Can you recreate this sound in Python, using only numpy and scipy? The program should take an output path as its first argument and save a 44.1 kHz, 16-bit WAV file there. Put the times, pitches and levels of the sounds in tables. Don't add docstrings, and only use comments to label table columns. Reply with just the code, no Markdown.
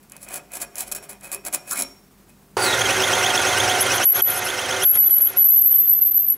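import sys
import numpy as np
from scipy import signal
from scipy.fft import rfft, irfft
from scipy.io import wavfile
from scipy.ndimage import uniform_filter1d, minimum_filter1d

SR = 44100
rng = np.random.default_rng(int(sys.argv[2]) if len(sys.argv) > 2 else 0)


def unload_audio(sound):
    columns = np.transpose(np.atleast_2d(sound))
    steps = np.round(np.clip(columns, -1, 1) * 32767)
    wavfile.write(sys.argv[1], SR, steps.astype(np.int16))


def convert_level_to_amplitude(level_db):
    exponent = np.asarray(level_db, float) / 20
    return 10 ** exponent


N = 280917
T = np.arange(N) / SR
LATHE_S = 2.568

# (time [s], relative level [dB])
TOUCHES = [
    [(4.045, -40), (4.056, 12.5), (4.085, 12.5), (4.115, 9.5), (4.135, -9), (4.16, -13.5), (4.213, -29),
     (4.222, 18), (4.245, 9), (4.265, -2), (4.388, -37), (4.396, -15)],
    [(4.843, -15), (4.856, 9.5), (4.915, 12), (4.94, -1.5), (4.97, -15.5), (4.985, 12.5), (5.08, 10.5),
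     (5.095, -12), (5.108, 13), (5.14, 13), (5.185, 14), (5.2, -3), (5.218, 14), (5.275, 4), (5.3, -12),
     (5.335, -32.5)],
    [(5.362, -17), (5.385, 13), (5.41, 15.5), (5.6, 21), (5.9, 17), (6.32, 22), (6.345, 12), (6.37, -16)],
]


def evened(x):
    return x / np.sqrt(np.mean(x ** 2) + 1e-20)


def colour(x, points):
    hz, db = np.transpose(points)
    f = np.fft.rfftfreq(x.shape[-1], 1 / SR)
    gain = convert_level_to_amplitude(np.interp(np.log(f + 1), np.log(hz + 1), db))
    return irfft(rfft(x) * gain, x.shape[-1])


def through(x, peaks, between):
    f = np.fft.rfftfreq(N, 1 / SR)
    lift = sum(convert_level_to_amplitude(db) / (1 + (2 * (f - hz) / width) ** 2) for hz, width, db in peaks)
    return irfft(rfft(x) * (between + lift), N)


def along(tables, column, rest=None):
    rows = np.concatenate(tables)
    out = np.interp(T, rows[:, 0], rows[:, column])
    if rest is None:
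        return out
    inside = sum((T >= r[0][0]) & (T <= r[-1][0]) for r in tables) > 0
    return np.where(inside, out, rest)


def round_trip(table, period_s, origin_s, column):
    rows = np.array(table)
    return np.interp((T - origin_s) / period_s, rows[:, 0], rows[:, column], period=1)


def swells(rows):
    t = np.arange(0, N, 16) / SR
    start, peak, end, db = np.transpose(rows)[:4, :, None]
    rise = 34 * np.clip((peak - t) / np.maximum(peak - start, .004), 0, 9) ** 1.55
    fall = 29 * np.clip((t - peak) / np.maximum(end - peak, .004), 0, 9) ** 1.3
    below = np.minimum(rise + fall, 90)
    loudest = (db - below).argmax(0)
    level = np.maximum((db - below).max(0), -90)
    depth = below[loudest, np.arange(len(t))]
    return [np.repeat(v, 16)[:N] for v in (level, loudest, depth)]


def wander(hz):
    low_pass = signal.butter(4, hz, fs=SR, output="sos")
    return evened(signal.sosfilt(low_pass, rng.standard_normal(N)))


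def grit(per_s, spread_db, smooth):
    size = convert_level_to_amplitude(spread_db * np.minimum(rng.exponential(1, N), 2))
    slips = (rng.random(N) < per_s / SR) * size * rng.choice([-1., 1.], N)
    return evened(evened(slips) + smooth * rng.standard_normal(N))


def tone(hz, fuzz_hz, fuzz):
    blur = wander(fuzz_hz) + 1j * wander(fuzz_hz)
    share = np.clip(fuzz, 0, 1)
    return (np.sqrt(2 * (1 - share)) + np.sqrt(share) * blur) * np.exp(2j * np.pi * np.cumsum(hz) / SR)


def spread(x, wide_db):
    tail = rng.standard_normal(5000) * np.exp(-np.arange(5000) / 1100)
    side = convert_level_to_amplitude(wide_db) * signal.oaconvolve(x, tail / np.linalg.norm(tail))[:N]
    return np.array([x + side, x - side])


def workshop():
    # (frequency [Hz], gain [dB])
    room = [(15, -35), (25, -15), (55, -14), (111, -7), (200, -5.5), (335, -8.5), (394, -12), (624, -17),
            (796, -15.5), (3430, -27), (16000, -25.5)]
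    # (frequency [Hz], relative level [dB])
    hum = [(48.4, -62.5), (150.7, -65), (199.2, -61.5), (398.4, -67.5)]
    noise = convert_level_to_amplitude(-54.5) * evened(colour(rng.standard_normal(N), room)) * convert_level_to_amplitude(wander(25))
    return noise + sum(convert_level_to_amplitude(db) * tone(np.full(N, hz), 5.0, 0.41).real for hz, db in hum)


def rubbing_and_taps():
    # (start [s], peak [s], end [s], relative level [dB], relative level of low body over rasp [dB])
    strokes = [(0.022, .032, 0.051, -52.5, -8), (0.102, .12, 0.23, -55.5, 7),
               (0.18, 0.236, 0.28, -40.5, -12), (0.241, 0.371, 0.4, -30, -6.5),
               (0.507, .554, .62, -30.5, -9), (0.59, 0.622, .65, -23.5, -11.5),
               (0.744, 0.805, .86, -25.5, -11.5), (0.853, 0.876, 0.93, -39, -5.5),
               (0.912, 0.923, 0.94, -21, -12.5), (0.947, 0.95, 1, -25.5, -12),
               (1.015, 1.038, 1.08, -40, -4.5), (1.085, 1.097, 1.16, -35, -8.5),
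               (1.212, 1.239, 1.353, -39.5, -4.5), (1.31, 1.328, 1.378, -26, -10.5),
               (1.442, 1.469, 1.496, -26, -9.5), (1.519, 1.544, 1.58, -19.5, -12.5),
               (1.653, 1.733, 1.75, -23, -16.5), (1.68, 1.8, 1.85, -25.5, -9.5),
               (2.27, 2.295, 2.333, -58, -4)]
    # (time [s], relative level [dB])
    taps = [(0.0976, -32), (0.1199, -22.5), (0.1662, -24), (0.2872, -22.5), (0.3416, -13.5),
            (0.3582, -14.5), (0.519, -24), (0.5541, -18), (0.618, -13), (0.7561, -16.5), (0.7822, -12.5),
            (0.88, -23), (0.9158, -13), (0.9227, -9), (0.949, -15), (1.0939, -22), (1.2101, -30),
            (1.233, -30), (1.3167, -12.5), (1.3463, -11.5), (1.4505, -15.5), (1.527, -14), (1.5372, -10),
            (1.711, -8), (1.7913, -11), (1.8219, -1.5)]
    # (frequency [Hz], gain [dB])
    rasp_colour = [(1880, -37), (3200, -23.5), (4450, -9), (5060, -12), (5790, -9), (7730, 1), (8850, -5.5),
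                   (10300, 4), (11800, -5), (12900, 1.5), (13800, -22), (15200, -5), (16000, -5.5)]
    body_colour = [(120, -50), (200, -10.5), (394, -8.5), (473, -8), (755, 4), (860, -3.5), (2470, -6),
                   (2970, -4), (4500, -26), (5850, -36), (9900, -120)]
    level_db, which, below_db = swells(strokes)
    press_db = level_db + 1.8 * wander(101)
    weight_db = np.transpose(strokes)[4][which] + 0.59 * np.minimum(below_db, 30)
    u = np.arange(600) / SR
    catches = (rng.random(N) < 70 / SR) * convert_level_to_amplitude(-6.5 + 3.0 * rng.standard_normal(N))
    burst = evened(rng.standard_normal(600) * convert_level_to_amplitude(-60 * u / 0.011))
    rough = grit(7000, 1.6, 2.2) + signal.oaconvolve(catches, burst)[:N]
    rasp = evened(colour(rough, rasp_colour)) * convert_level_to_amplitude(press_db)
    body = evened(colour(rough, body_colour)) * convert_level_to_amplitude(press_db + weight_db - 3.5)
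    puffs = rng.standard_normal((len(taps), 600)) * convert_level_to_amplitude(-60 * u / 0.014)
    for (s, db), puff in zip(taps, puffs):
        at = round(s * SR)
        rasp[at:at + 600] += convert_level_to_amplitude(db - 18) * evened(colour(puff, rasp_colour))
        body[at:at + 600] += convert_level_to_amplitude(db - 39) * evened(colour(puff, body_colour))
    return rasp, body


def ringing(rasp, body):
    # (frequency [Hz], relative level [dB], T60 [s])
    part_modes = [(400, -9, .2), (610, -8, .06), (745, -11, .04), (1720, -6, .045), (2470, -3, .04),
                  (2535, 2.5, .055), (4090, -14, .13), (5524, -21, .5), (5541, -18, .4), (10200, -7, .04),
                  (13300, -27, .4)]
    t = np.arange(SR // 2) / SR
    modes = np.array([convert_level_to_amplitude(db - 60 * t / t60) * np.sin(2 * np.pi * hz * t) for hz, db, t60 in part_modes])
    high = np.transpose(part_modes)[0] > 3000
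    low_ring = sum(signal.oaconvolve(body * convert_level_to_amplitude(2.7 * wander(4.9)), m)[:N] for m in modes[~high])
    grip_db = np.where(T < 1.67, -2, 3.5)
    high_ring = signal.oaconvolve(rasp * convert_level_to_amplitude(grip_db), modes[high].sum(0))[:N]
    return convert_level_to_amplitude(-33.5) * low_ring + convert_level_to_amplitude(-30) * high_ring


def knocks():
    # (time [s], frequency [Hz], level before the envelope [dB])
    bench_knocks = [(.95, 401, -41), (1.0, 400, -42), (1.35, 400, -37.5), (1.385, 400, -44),
                    (1.78, 268.4, -37.5), (1.82, 272.2, -40.5)]
    rise_s, t60_s = .008, .25
    t = np.arange(SR // 2) / SR
    boom = np.zeros(N + len(t))
    for s, hz, db in bench_knocks:
        envelope = convert_level_to_amplitude(db - 60 * t / t60_s) * np.minimum(t / rise_s, 1)
        boom[round(s * SR):][:len(t)] += envelope * np.sin(2 * np.pi * hz * t)
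    return boom[:N]


def drag():
    # (start [s], peak [s], end [s], relative level [dB], resonance [Hz])
    hollows = [(1.703, 1.72, 1.785, -32.5, 1360), (1.72, 1.781, 1.884, -39, 2197)]
    return sum(convert_level_to_amplitude(swells([row])[0]) * tone(np.full(N, row[4]), 330, 0.73).real for row in hollows)


def walls(direct):
    t = np.arange(SR // 2) / SR
    tail = rng.standard_normal(len(t)) * convert_level_to_amplitude(-60 * t / 0.42)
    tail = colour(tail, [(100, 13.5), (2000, -3.5), (8000, -13), (16000, -28.5)])
    return convert_level_to_amplitude(-12) * signal.oaconvolve(direct, tail / np.linalg.norm(tail))[:N]


def handling():
    rasp, body = rubbing_and_taps()
    body = body + drag()
    direct = rasp + body + knocks() + ringing(rasp, body)
    return direct + walls(direct)


def drone():
    # (frequency [Hz], gain [dB])
    gear_colour = [(18, -57), (30, -25), (98, -9.5), (189, -12.5), (384, -5.5), (1150, -5.5), (1460, -4.5),
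                   (1800, -5.5), (2400, -9), (3300, -11.5), (4200, -12), (4900, -15.5), (5600, -12),
                   (6300, -10.5), (7600, -18.5), (10500, -17.5), (16000, -35.5)]
    # (frequency [Hz], width [Hz], gain [dB])
    housing = [(379, 11.6, 6), (511, 4.3, 2.5), (550, 21, -4), (610.8, 4.5, 2), (690, 3.1, -2), (727, 6, 6),
               (767, 30, -3.5), (899.6, 10, -2.5), (1411, 26, 0), (1463, 19, -5), (1544, 34, -6.5),
               (1740, 2.7, -10.5), (1880, 14, -1.5), (2083, 18, 2), (2280, 6.3, -1), (2550, 20, 1.5)]
    # (frequency [Hz], level relative to the gears [dB])
    motor = [(99, -22), (118, -23)]
    rattle = colour(grit(6000, 2.1, 1.51), gear_colour)
    since = np.maximum(T - LATHE_S, 0)
    thud = evened(colour(rattle, [(250, -24), (430, 13), (620, -15), (850, 5.5), (1600, -10), (4000, -66)]))
    jolt = convert_level_to_amplitude(6.5 - 60 * since / 0.24) * thud * rattle.std()
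    gears = evened(through(rattle + jolt * (since > 0), housing, 0.42)) * convert_level_to_amplitude(0.84 * wander(36))
    return gears + sum(convert_level_to_amplitude(db) * tone(np.full(N, hz), 3.6, 0.27).real for hz, db in motor)


def belt():
    # (time [s], frequency of the fundamental [Hz], relative level [dB])
    settle = [(2.57, 4660, -4.5), (2.64, 4630, 3), (2.68, 4110, 1), (2.72, 3716, -6.5), (2.76, 3300, -8),
              (2.79, 3220, -38)]
    # (share of the lap [1], mean frequency of the fundamental [Hz], relative level [dB])
    lap = [(0, 3125, 1.5), (.07, 3203, -13.5), (.14, 3333, 2), (.22, 3500, -10), (.36, 3194, -19),
           (.5, 3212, -2.5), (.7, 2900, -16), (.82, 2639, -2.5), (.9, 2723, -2.5)]
    # (frequency [Hz], width [Hz], gain [dB])
    guard = [(2510, 300, -2.5), (2900, 66, 1.5), (3214, 76, 7), (3500, 130, 5.5), (3840, 350, 4),
             (5390, 200, -0.5), (5890, 25, 10.5), (6407, 97, 7.5), (7985, 86, 8.5), (9120, 100, 7.5),
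             (10150, 150, 5)]
    lap_s, lap_origin_s = .1125, 2.8
    slide_hz = along([settle], 1)
    slide = sum(convert_level_to_amplitude(db + 3.1 * wander(39.9)) * tone(k * slide_hz, 260 * k ** 2.55, 1).real
                for k, db in zip((1, 2, 3), (-4, -9, -14)))
    squeak_hz = round_trip(lap, lap_s, lap_origin_s, 1) * (1 + .012 * wander(15))
    squeak = sum(convert_level_to_amplitude(db + 2.55 * wander(62)) * tone(k * squeak_hz, 210 * k, 0.87).real
                 for k, db in zip((1, 2, 3, 4), (-7, -7.5, -13, -19)))
    hiss_colour = [(1500, -30), (3000, -6), (10000, -17.0), (16000, 2)]
    hiss = convert_level_to_amplitude(-11) * evened(colour(rng.standard_normal(N), hiss_colour))
    first = (slide + hiss) * convert_level_to_amplitude(along([settle], 2))
    running = (squeak + hiss) * convert_level_to_amplitude(round_trip(lap, lap_s, lap_origin_s, 2))
    return through(np.where(T < settle[-1][0], first, running), guard, 0.61)


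def dull_floor():
    # (frequency [Hz], gain [dB])
    under = [(18, -47), (30, -6), (368, 1), (579, -12.5), (1500, -12.5), (3230, -20), (3720, -20),
             (9000, -26), (11700, -58), (19800, -120)]
    noise = convert_level_to_amplitude(-50.0) * evened(colour(rng.standard_normal(N), under))
    return spread(noise, -18.0) * (T >= LATHE_S)


def chips():
    # (start [s], peak [s], end [s], relative level [dB]); an end before the peak gives a 4 ms fall
    snaps = [(3.78, 3.82, 3.85, -15), (3.9, 3.966, 3.99, -24), (4.02, 4.046, 4.06, -15.5),
             (4.2, 4.384, 4.42, -31), (4.43, 4.454, 4.6, -24.5), (4.79, 4.847, 5.15, -16),
             (4.88, 4.95, 5.05, -16), (5.07, 5.098, 5.13, -8), (5.14, 5.205, 5.3, -14),
             (5.25, 5.35, 5.5, -27), (5.46, 5.49, 4.4, -7), (5.75, 5.774, 5.8, -10), (6.27, 6.314, 7.8, -9)]
    # (frequency [Hz], gain [dB])
    chip_colour = [(6000, -18.5), (8500, -18), (10200, 10.5), (11500, 4.5), (12800, 2), (13600, -21),
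                   (16000, -45)]
    touching = np.isfinite(along(TOUCHES, 1, rest=np.nan))
    level = uniform_filter1d(convert_level_to_amplitude(-24.5) * touching + convert_level_to_amplitude(swells(snaps)[0]), 100)
    level = level * convert_level_to_amplitude(3.3 * wander(75))
    return level * evened(colour(grit(5000, 2.7, 0.2), chip_colour))


def squeal():
    # (time [s], mean pitch [Hz], run-out as a multiple of the turn's swing [1])
    cut = [(4.05, 11800, 0.25), (4.15, 11600, .2), (4.24, 11870, 0.16), (4.39, 11990, 0.18),
           (4.85, 11700, 0.16), (4.97, 11610, 0.14), (5.055, 12020, 0.17), (5.088, 11700, .2),
           (5.13, 11770, .5), (5.3, 11660, 0.37), (5.45, 11880, 1.1), (5.6, 12030, 1.6), (5.9, 12160, 1.2),
           (6.27, 12200, 1.26), (6.37, 11550, 0.92)]
    # (share of the turn [1], pitch swing at run-out 1 [Hz], level swing at run-out 1 [dB])
    spindle_turn = [(0, 366.5, -4), (.1, -4, 3), (.22, -290, 4), (.31, -200, -1), (.4, 160.5, 2.5),
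                    (.55, 80, -0.5), (.75, -150, -3.5), (.83, -140, 1.5), (.94, 250.5, -4.5)]
    turn_s, turn_origin_s = .1344, 5.605
    run_out = along([cut], 2)
    hz = along([cut], 1) + run_out * round_trip(spindle_turn, turn_s, turn_origin_s, 1) + 35 * wander(61.4)
    db = along(TOUCHES, 1, rest=-93) + run_out * round_trip(spindle_turn, turn_s, turn_origin_s, 2)
    core = tone(hz, 67, 0.34).real
    near_skirt = convert_level_to_amplitude(-8) * tone(hz, 247, 0.97).real
    wide_skirt = convert_level_to_amplitude(-27 + 4.0 * wander(24)) * tone(hz - 250, 850, 0.92).real
    return convert_level_to_amplitude(uniform_filter1d(db, 40)) * (core + near_skirt + wide_skirt)


def scene():
    # (frequency [Hz], left minus right [dB])
    lean = [(60, -2), (150, -1), (380, -3), (950, -3), (2380, -3.5), (5980, 0), (15000, -5.5)]
    since = T - LATHE_S
    bench = spread(workshop() + handling(), -26.0) * (since < 0)
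    machine_db = -20.5 - 6.5 * np.clip(1 - since / 0.085, 0, 1)
    machine = spread((drone() + belt()) * convert_level_to_amplitude(machine_db), -20.0)
    machine = np.array([colour(m, [(hz, side * db / 2) for hz, db in lean])
                        for m, side in zip(machine, (1, -1))])
    blade = spread(squeal() + chips(), -25.0) * convert_level_to_amplitude([[.25], [-.25]])
    return bench + (machine + blade) * (since >= 0)


def gain_control(dry):
    knee_db, squeeze, memory, memory_s = -16, 0.87, 1.555, 0.76
    ease, hold = round(0.014 * SR), round(0.0099 * SR)
    power_db = 10 * np.log10(abs(uniform_filter1d((dry ** 2).mean(0), ease)) + 1e-12)
    held_db = -minimum_filter1d(-power_db, hold, origin=(hold - 1) // 2)
    quick_db = uniform_filter1d(squeeze * np.maximum(held_db - knee_db, 0), ease)
    keep = np.exp(-1 / (memory_s * SR))
    slow_db = memory * signal.lfilter([1 - keep], [1, -keep], quick_db)
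    return dry / convert_level_to_amplitude(np.maximum(quick_db, slow_db))


def limiter(x):
    peak = -minimum_filter1d(-abs(x).max(0), 88)
    return x / uniform_filter1d(np.maximum(peak / 0.49, 1), 88)


def band_limit(x):
    taper = signal.firwin(511, 15750, window=("kaiser", 9), fs=SR)
    return signal.oaconvolve(x, taper[None], "same")


def roll_off(x):
    return signal.sosfilt(signal.butter(12, 16630, fs=SR, output="sos"), x)


def record(dry):
    even = gain_control(dry) + dull_floor()
    return roll_off(band_limit(limiter(even)))


dry = scene()
out = record(dry)
unload_audio(out)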